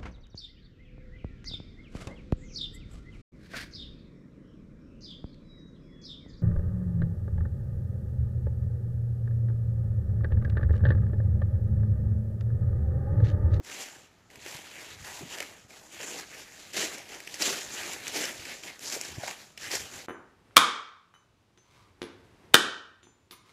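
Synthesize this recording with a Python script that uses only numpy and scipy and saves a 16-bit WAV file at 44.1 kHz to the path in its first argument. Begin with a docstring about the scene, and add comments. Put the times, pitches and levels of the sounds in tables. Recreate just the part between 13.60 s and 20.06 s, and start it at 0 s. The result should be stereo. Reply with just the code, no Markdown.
"""Two people walk through deep dry leaves under trees. A brief low tone comes first, over a faint hush and air.
Then feet rustle, stalks and twigs snap, and footfalls break showers of leaves and press and scuff the litter. A
little later, soft bumps sound at the microphone and hollow pockets in the litter knock as they cave in. Leaves,
snaps and knocks are noise bursts and short rings; the low tone and the bumps are short low swells, tones
roughened by noise; hush and air are coloured noise."""
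import sys
import numpy as np
from scipy import signal
from scipy.fft import rfft, irfft
from scipy.io import wavfile
from scipy.ndimage import uniform_filter1d

SR = 44100
rng = np.random.default_rng(int(sys.argv[2]) if len(sys.argv) > 2 else 0)


def store_wav(level_fs):
    """Save 16-bit WAV to argv[1]."""
    pcm = np.round(np.clip(np.atleast_2d(level_fs), -1, 1) * 32767)
    wavfile.write(sys.argv[1], SR, pcm.T.astype(np.int16))


N = 284974


def from_db(db):
    """Turn decibels into gain."""
    return 10 ** (np.asarray(db) / 20)


def rms_one(x):
    """Scale to an average power of 1."""
    return x / np.sqrt(np.mean(x ** 2) + 1e-20)


def at_hz(points, hz):
    """Read a curve of (Hz, value) points along a log-frequency axis."""
    point_hz, value = np.transpose(points)
    return np.interp(np.log(hz + 1e-3), np.log(point_hz), value)


def colour(x, db_at):
    """Filter without pre-echo (minimum phase), with a gain in dB of db_at(Hz)."""
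    size = 4096
    log_gain = np.log(from_db(db_at(np.fft.rfftfreq(size, 1 / SR))))
    # folding the cepstrum onto positive times makes the response start at once
    cepstrum = irfft(log_gain)
    cepstrum[1:size // 2] *= 2
    cepstrum[size // 2 + 1:] = 0
    response = irfft(np.exp(rfft(cepstrum)))
    return signal.oaconvolve(np.atleast_2d(x), response[None], axes=1)[:, :N]


def shaped(x, spectrum):
    """Filter a sound by a curve of (Hz, dB) points."""
    return colour(x, lambda hz: at_hz(spectrum, hz))


def band(x, low_hz, high_hz, order=4):
    """Keep the frequencies between two limits."""
    limits = [low_hz, min(high_hz, .45 * SR)]
    return signal.sosfilt(signal.butter(order, limits, "band", fs=SR, output="sos"), x)


def resonance(x, hz, width_hz):
    """Ring at one pitch, with a gain near 1 there; a narrower width rings longer."""
    r = np.exp(-np.pi * width_hz / SR)
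    zeros = np.array([1, 0, -1]) * (1 - r * r) / 2
    poles = [1, -2 * r * np.cos(2 * np.pi * hz / SR), r * r]
    return signal.lfilter(zeros, poles, x + 1e-18)


def drift(rate):
    """Wander at random through `rate` new values a second, joined by lines, with RMS 1."""
    knots = rng.standard_normal(4000)
    return rms_one(np.interp(np.arange(N) / SR * rate, np.arange(len(knots)), knots))


def outdoors(hush_db=-61.5, air_db=-65.5, lumps_db=4.0):
    """A faint hush, and lumpy air that stirs steadily and comes in puffs, felt by each port on its own."""
    # Colour of the hush. Each row: frequency in Hz, relative level in dB per Hz.
    hush_colour = [(18, -31), (30, 1), (43, -6), (113, -2.5), (167, -3), (190, 1), (859, -20), (1240, -7),
                   (2310, -15.5), (5440, -20.5), (7240, -20), (8250, -38), (15000, -60)]
    # Colour of the stirring air. Each row: frequency in Hz, relative level in dB per Hz.
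    air_colour = [(20, -24), (45, -15), (78, 0), (140, -3), (250, -15), (600, -40)]
    # Puffs of air at the microphone.
    # Each row: middle in seconds, level in dB, half-width in seconds (where power is down to 1/e).
    puffs = [(0.881, -60.5, 0.091), (1.47, -53.0, 0.19), (3.25, -64, 0.17), (4.2, -57, 0.21),
             (4.82, -58.0, .08), (5.6, -53.5, 0.069), (6.18, -56.5, .16)]
    t = np.arange(N) / SR
    power = from_db(air_db) ** 2
    for middle, db, width in puffs:
        power = power + from_db(db) ** 2 * np.exp(-((t - middle) / width) ** 2)
    lumps = from_db(lumps_db * np.array([drift(25), drift(25)]))
    air = rms_one(shaped(rng.standard_normal((2, N)), air_colour) * lumps)
    hush = rms_one(shaped(rng.standard_normal((2, N)), hush_colour))
    return np.sqrt(power) * air + from_db(hush_db) * hush


def bumps(trim_db=-3.5, swell_s=0.0032, rough=0.31):
    """Short low swells, often stronger on one side: a tone roughened by noise. 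Apart from the opening tone,
    they are bumps of low pressure at the ports."""
    # Short low swells; the first is a brief low tone at 320 Hz that opens the scene, the others are soft bumps
    # at the microphone. # Each row: start in seconds, peak in dB before the trim, pitch in Hz, left minus right
    # in dB.
    low_swells = [(0.0, -36, 320, 2), (0.772, -46.5, 123, 13.5), (0.945, -39.5, 118, -13),
                  (1.408, -45, 70.5, -10), (1.607, -34.5, 280, 0.5), (1.618, -34.5, 375, -8),
                  (1.629, -32.5, 160, -19), (1.649, -37.5, 260, -5), (2.045, -44.5, 107, -23),
                  (4.794, -41.5, 83.4, -20), (5.576, -26, 113, -31), (6.1, -45, 430, -4)]
    out = np.zeros((2, 2 * N))
    t = np.arange(SR // 10) / SR
    swell = (t / swell_s) ** 2 * np.exp(-t / swell_s)
    for s, peak_db, hz, pan_db in low_swells:
        rumble = rms_one(band(rng.standard_normal(len(t)), 0.45 * hz, 2.2 * hz, order=2))
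        bump = swell * (np.sin(2 * np.pi * hz * t) + rough * rumble)
        bump /= np.abs(bump).max()
        sides = from_db([[pan_db / 2], [-pan_db / 2]])
        start = int(s * SR)
        out[:, start:start + len(t)] += from_db(peak_db + trim_db) * sides / sides.mean() * bump
    return out[:, :N]


def contact(start, level_db, rise_s, hold_s, fall_s, settle_db=-23, settle_fall_s=0.3):
    """Power of one contact: it grows with the load, holds and dies away while the bent leaves settle slowly."""
    t = np.arange(N) / SR - start
    load = np.clip(t / max(rise_s, 1e-3), 0, 1)
    after = np.maximum(t - rise_s - hold_s, 0)
    # both fall times are for a drop of 20 dB
    release = from_db(-20 * after / fall_s) ** 2
    settling = from_db(settle_db - 20 * after / settle_fall_s) ** 2
    return (from_db(level_db) * load) ** 2 * (release + settling)


def footwork(rest_db=-69.0, rustle_fall_s=0.17):
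    """Add up the power of all contacts into dB levels of crunch, press, scuff and crisp upper crunch."""
    # Lighter rustles, as a foot lifts, swings or first brushes the leaves.
    # Each row: start in seconds, crunch in dB, swell in seconds, hold in seconds,
    # low body in dB relative to the crunch, crispness in dB.
    rustle_rows = [(0.018, -40.5, 0.1, 0.056, -13.5, 0.0), (0.283, -52, 0.038, 0.039, -8, 1),
                   (0.696, -53, 0.017, 0.14, -7.5, -2), (0.963, -45, 0.2, 0.16, -12.5, -3),
                   (1.162, -45.5, 0.038, 0.0045, -30, -1.5), (1.372, -46.5, 0.022, 0.048, -16, -1),
                   (1.7, -46.5, 0.016, 0.017, -18, -3), (1.891, -52, 0.017, 0.018, -6.5, -1),
                   (2.077, -50.5, 0.031, 0.15, -9.5, 0.5), (2.28, -44.5, 0.06, 0.032, -14.5, 0.5),
                   (2.651, -43.0, 0.11, 0.037, -13, -0.5), (2.824, -49, 0.12, 0.164, -13, 2.0),
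                   (3.289, -40.5, 0.038, 0.03, -10, 0.5), (3.427, -43, 0.11, 0.011, -8, 1),
                   (3.577, -40.5, 0.21, 0.044, -14, 2.5), (3.991, -36, 0.21, 0.14, -12.5, -0.5),
                   (4.37, -37.5, 0.11, 0.008, -14, 1), (4.73, -39.5, 0.17, 0.012, -12, 0.5),
                   (5.019, -41.5, 0.018, 0.035, -10.5, 0), (5.193, -38.5, 0.034, 0.036, -15, 5.5),
                   (5.411, -43, 0.024, 0.083, -12.5, 1.0), (5.73, -48, 0.065, 0.014, -12.5, 3),
                   (5.964, -37.5, 0.097, 0.014, -16, -1.0), (6.189, -39.5, 0.0097, 0.015, -13, 3),
                   (6.276, -42, 0.083, 0.019, -10.5, 2)]
    # Footfalls. Each row: start in seconds, crunch in dB, loading in seconds, hold in seconds,
    # time to fall 20 dB in seconds, pressing and scuffing in dB relative to the crunch, crispness in dB.
    footfalls = [(0.16, -39, 0.035, 0.03, 0.15, -14, -12.5, 1),
                 (0.793, -39.5, 0.12, 0.019, 0.26, -14.5, -11, 2),
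                 (1.434, -41, 0.015, 0.16, 0.072, -18, -8.5, 1),
                 (1.61, -40, 0.14, 0.047, 0.23, -11.5, -10, 0),
                 (2.379, -39.5, 0.03, 0.2, 0.082, -10, -10.5, 1),
                 (3.122, -30.5, 0.048, 0.066, 0.13, -9.5, -15, 1),
                 (3.789, -29, 0.029, 0.096, 0.22, -12.5, -14.5, 1.5),
                 (4.508, -28.5, 0.06, 0.033, 0.24, -11.5, -14.5, 1),
                 (5.261, -34, 0.056, 0.03, 0.13, -14.0, -13, 4.5),
                 (5.538, -40, 0.12, 0.058, 0.082, -12.5, -5, 1.5),
                 (6.093, -32, 0.029, 0.037, 0.083, -17, -12.5, 4.5)]
    contacts = list(footfalls)
    for s, db, rise, hold, body_db, crisp_db in rustle_rows:
        contacts.append((s, db, rise, hold, rustle_fall_s, body_db, body_db, crisp_db))
    # the litter stirs a little between contacts
    power = from_db(rest_db) ** 2
    for *shape, press_db, scuff_db, crisp_db in contacts:
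        parts = from_db([[0], [press_db], [scuff_db], [crisp_db]]) ** 2
        power = power + parts * contact(*shape)
    return 10 * np.log10(power)


def fractures(crunch_db, per_s=2400, size_db=2.0, clump_db=2.5, crack_s=0.0013, ring_cycles=6.8,
              ring_db=-6.5, even_s=0.14):
    """Tiny breaks, denser under a harder step, crack and set leaves ringing; the level is evened out."""
    rate = per_s * from_db(.5 * (crunch_db - crunch_db.mean()) + clump_db * drift(90))
    sizes = from_db(size_db * np.minimum(rng.exponential(1, N), 3.5))
    breaks = sizes * (rng.random(N) < rate / SR)
    energy = signal.lfilter([1], [1, -np.exp(-2 / (crack_s * SR))], breaks ** 2 + 1e-18)
    cracks = np.sqrt(energy) * rng.standard_normal((2, N))
    # leaves of many sizes, each with its own short ring; small leaves ring faster and more weakly
    pitches = np.geomspace(300, 7000, 28)
    leaf = rng.integers(0, len(pitches), N)
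    kicks = breaks * rng.choice([-1, 1], (2, N))
    rings = np.zeros((2, N))
    for k, hz in enumerate(pitches):
        rings += resonance(kicks * (leaf == k), hz, hz / ring_cycles) / hz ** 0.35
    rubbing = from_db(-3) * rng.standard_normal((2, N))
    shower = rms_one(cracks) + from_db(ring_db) * rms_one(rings) + rubbing
    local_power = uniform_filter1d(np.mean(shower ** 2, axis=0), int(even_s * SR))
    return shower / np.sqrt(local_power + 1e-9)


def shifting(x, patchy_db=2.5, per_s=22.0):
    """Hollows and ridges in each bunch of leaves keep shifting the colour: 12 resonances drift in strength."""
    out = x
    for hz in np.geomspace(300, 7000, 12):
        out = out + (from_db(patchy_db * drift(per_s)) - 1) * resonance(x, hz, hz / 4)
    return out


def crumples(crunch_db, per_s=220, size_db=3.5, fold_s=0.0021):
    """Whole leaves buckle under the sole: fewer and longer than the tiny breaks, evened out in level."""
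    rate = per_s * from_db(.3 * (crunch_db - crunch_db.mean()))
    sizes = from_db(size_db * np.minimum(rng.exponential(1, N), 3.0))
    folds = sizes * (rng.random(N) < rate / SR)
    energy = signal.lfilter([1], [1, -np.exp(-2 / (fold_s * SR))], folds ** 2 + 1e-18)
    energy /= uniform_filter1d(energy, SR // 16) + .01 * energy.mean()
    return np.sqrt(energy) * rng.standard_normal((2, N))


def spread(pair):
    """Mix two unlike sounds into left and right, alike in the bass and scattered in the treble."""
    # Likeness of the two sides. Each row: frequency in Hz, likeness from 0 to 1.
    likeness = [(150, 0.97), (450, 0.92), (1500, 0.42), (3000, 0.37), (5000, 0.18), (7500, 0)]

    def alike(hz):
        return np.clip(at_hz(likeness, hz), 0, .98)

    mid = colour(pair[0], lambda hz: 10 * np.log10(1 + alike(hz)))
    side = colour(pair[1], lambda hz: 10 * np.log10(1 - alike(hz)))
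    return mid + side * [[1], [-1]]


def steps(crunch_db, press_db, scuff_db, crisp_db, dull_trim_db=-3.5, crisp_trim_db=-3.5,
          press_trim_db=0.7, scuff_trim_db=1.5, splinter_trim_db=-10.5):
    """One shower of breaks sounds through packed litter, sliding leaves, brittle blades and fine splinters."""
    # Colour of the crunch. Each row: frequency in Hz, relative level in dB per Hz.
    leaf_colour = [(130, -12), (190, -6.5), (280, -2), (420, -2.5), (600, 0.5), (850, 7), (1300, -3),
                   (1700, 0), (2500, -1.5), (3100, -2), (4000, -3), (5200, -5.5), (6400, -2.5), (7400, 0.5)]
    breaks = fractures(crunch_db)
    shower = shaped(spread(shifting(breaks)), leaf_colour)
    deep = shaped(spread(breaks + crumples(crunch_db)), leaf_colour)
    press = from_db(press_db + press_trim_db) * rms_one(band(deep, 118, 545))
    scuff = from_db(scuff_db + scuff_trim_db) * rms_one(band(deep, 599, 1050))
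    # crisper leaves tip the crunch towards its upper half
    tilt_db = (crisp_db - crunch_db) / 2
    crunch = band(shower, 1169, 7853, order=10)
    lower = signal.sosfiltfilt(signal.butter(4, 3500, fs=SR, output="sos"), crunch)
    upper = crunch - lower
    blades = from_db(crunch_db - tilt_db + dull_trim_db) * rms_one(lower)
    blades += from_db(crunch_db + tilt_db + crisp_trim_db) * rms_one(upper)
    # above the main crunch the fine crackle lies lower and fades with pitch
    fine = shaped(band(shower, 7750, 18000, order=10), [(8000, 0), (11000, -2), (14500, -8)])
    splinters = from_db(crunch_db + tilt_db + splinter_trim_db) * rms_one(fine)
    return press + scuff + blades + splinters


def ports(x, right_lead_s=.000385):
    """Sound from the ground reaches the right port first; each port has its own colour."""
    # How differently the two ports hear the ground. Each row: frequency in Hz, left minus right in dB.
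    port_colour = [(200, -.5), (600, .3), (950, -2), (1300, .3), (1700, -3.2), (3800, -3.6), (6300, -7),
                   (7200, -4.3), (8200, -.3), (10000, -1.8), (13000, 0)]
    left = colour(x[0], lambda hz: at_hz(port_colour, hz) / 2)[0]
    right = colour(x[1], lambda hz: -at_hz(port_colour, hz) / 2)[0]
    late_left = np.pad(left, (round(right_lead_s * SR), 0))[:len(right)]
    return np.vstack([late_left, right])


def ribs(crunch_db, per_s=16, above_db=8.0, scatter_db=2.5, length_s=.005):
    """Smaller leaf ribs snap at random moments and pitches, louder in a louder crunch; gives rows for snaps()."""
    rows = []
    for when, size, pitch in rng.random((int(per_s * N / SR), 3)):
        peak_db = crunch_db[int(when * N)] + above_db + scatter_db * (2 * size - 1)
        rows.append((when * N / SR, peak_db, 1500 * 4.5 ** pitch, length_s))
    return rows


def snaps(rows, trim_db=-2.5):
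    """A stalk gives way with a sharp crack and a short tearing; it rings and knocks on the litter under it."""
    out = np.zeros((2, 2 * N))
    t = np.arange(SR // 20) / SR
    stalk, litter, edge = from_db([-8, -5, -13])
    for s, peak_db, hz, length in rows:
        noise = rng.standard_normal((3, len(t)))
        # fibres tear just after the crack, then the shaken leaves settle
        fall = from_db(-60 * t / length) + from_db(-24 - 60 * t / .04)
        # mostly the same noise on both sides
        burst = (noise[0] + .4 * noise[1:]) * fall
        burst[:, 0] += 3  # the sharp crack
        snap = resonance(burst, hz, hz / 4)
        snap += stalk * resonance(burst, 2100, 1100)
        snap += litter * resonance(burst, 520, 250)
        snap += edge * band(burst, 1300, 14000, order=2)
        snap = ports(shaped(snap, [(7400, 0), (8200, -5), (14500, -7)]))
        snap /= np.abs(snap.mean(axis=0)).max()
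        start = int(s * SR)
        out[:, start:start + snap.shape[1]] += from_db(peak_db + trim_db) * snap
    return out[:, :N]


def knocks(trim_db=5.5, collapse_s=0.038, width=0.63):
    """A pocket collapses in a quick rough burst, 60 dB down after collapse_s, that sounds its hollow."""
    # Hollow knocks as curled leaves and pockets in the litter cave in under the sole.
    # Each row: start in seconds, peak in dB before the trim, pitch in Hz.
    hollows = [(0.861, -41, 386), (1.802, -33, 503), (2.4, -39, 507), (3.147, -40, 592), (3.227, -35, 538),
               (3.806, -41, 357), (3.905, -39, 450), (4.556, -32, 611), (5.364, -32, 437),
               (5.634, -27.5, 717), (5.677, -29, 960), (6.137, -32, 490)]
    out = np.zeros(2 * N)
    t = np.arange(SR // 16) / SR
    for s, peak_db, hz in hollows:
        burst = rng.standard_normal(len(t)) * from_db(-60 * t / collapse_s)
        knock = resonance(resonance(burst, hz, width * hz), hz, 2 * width * hz)
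        start = int(s * SR)
        out[start:start + len(t)] += from_db(peak_db + trim_db) * knock / np.abs(knock).max()
    return out[:N]


def trees(x, t60=0.38, wet_db=-14.5):
    """Trunks and foliage return a faint, diffuse echo: noise that falls 60 dB in t60 seconds."""
    t = np.arange(SR // 2) / SR
    echo = band(rng.standard_normal((2, len(t))), 520, 14000, order=1)
    echo = echo * from_db(-60 * t / t60) * (t > .005)
    echo /= np.sqrt(np.sum(echo ** 2, axis=1, keepdims=True))
    return x + from_db(wet_db) * signal.fftconvolve(x, echo, axes=1)[:, :N]


def scene():
    """Steps, knocks and snaps among the trees, with the air, the opening low tone and the bumps at the
    microphone."""
    # Stalks and twigs that snap.
    # Each row: start in seconds, peak in dB before the trim in snaps(), pitch in Hz, length in seconds.
    stalk_rows = [(.0469, -37, 7400, .022), (.0988, -30, 1940, .009), (.2859, -33, 1640, .016),
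                  (.7017, -41, 2150, .021), (.757, -35, 950, .02), (.8622, -28, 1890, .014),
                  (1.7854, -23, 2500, .005), (1.8035, -17, 2110, .011), (1.827, -21, 1980, .008),
                  (2.1062, -37, 2370, .011), (2.597, -27, 6160, .016), (3.1343, -29, 5430, .03),
                  (3.3831, -29, 7450, .008), (3.6032, -26, 1810, .015), (3.6741, -25, 2500, .014),
                  (3.742, -23, 5900, .03), (3.821, -11.5, 4600, .04), (4.3337, -22, 6720, .015),
                  (4.4689, -19, 1810, .006), (4.4802, -19, 6930, .012), (4.654, -18, 5210, .016),
                  (4.7962, -29, 2330, .011), (4.8523, -27, 2370, .026), (5.0354, -28, 3060, .018),
                  (5.1931, -29, 7020, .011), (5.3535, -21, 6630, .011), (5.4122, -17, 6930, .011),
                  (5.4493, -26, 5940, .015), (5.6799, -22, 1030, .012), (5.7106, -25, 1100, .016),
                  (5.9756, -28, 2800, .028), (6.1152, -19, 5120, .013), (6.1529, -15, 6630, .015)]
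    crunch_db, press_db, scuff_db, crisp_db = footwork()
    leaves = ports(steps(crunch_db, press_db, scuff_db, crisp_db) + knocks())
    snapping = snaps(list(stalk_rows) + ribs(crunch_db))
    return trees(leaves + snapping) + bumps() + outdoors()


def record(dry, cutoff_hz=14750):
    """Cut the top of the treble steeply."""
    return signal.sosfilt(signal.ellip(10, .2, 80, cutoff_hz, fs=SR, output="sos"), dry)


dry = scene()
out = record(dry)
store_wav(out)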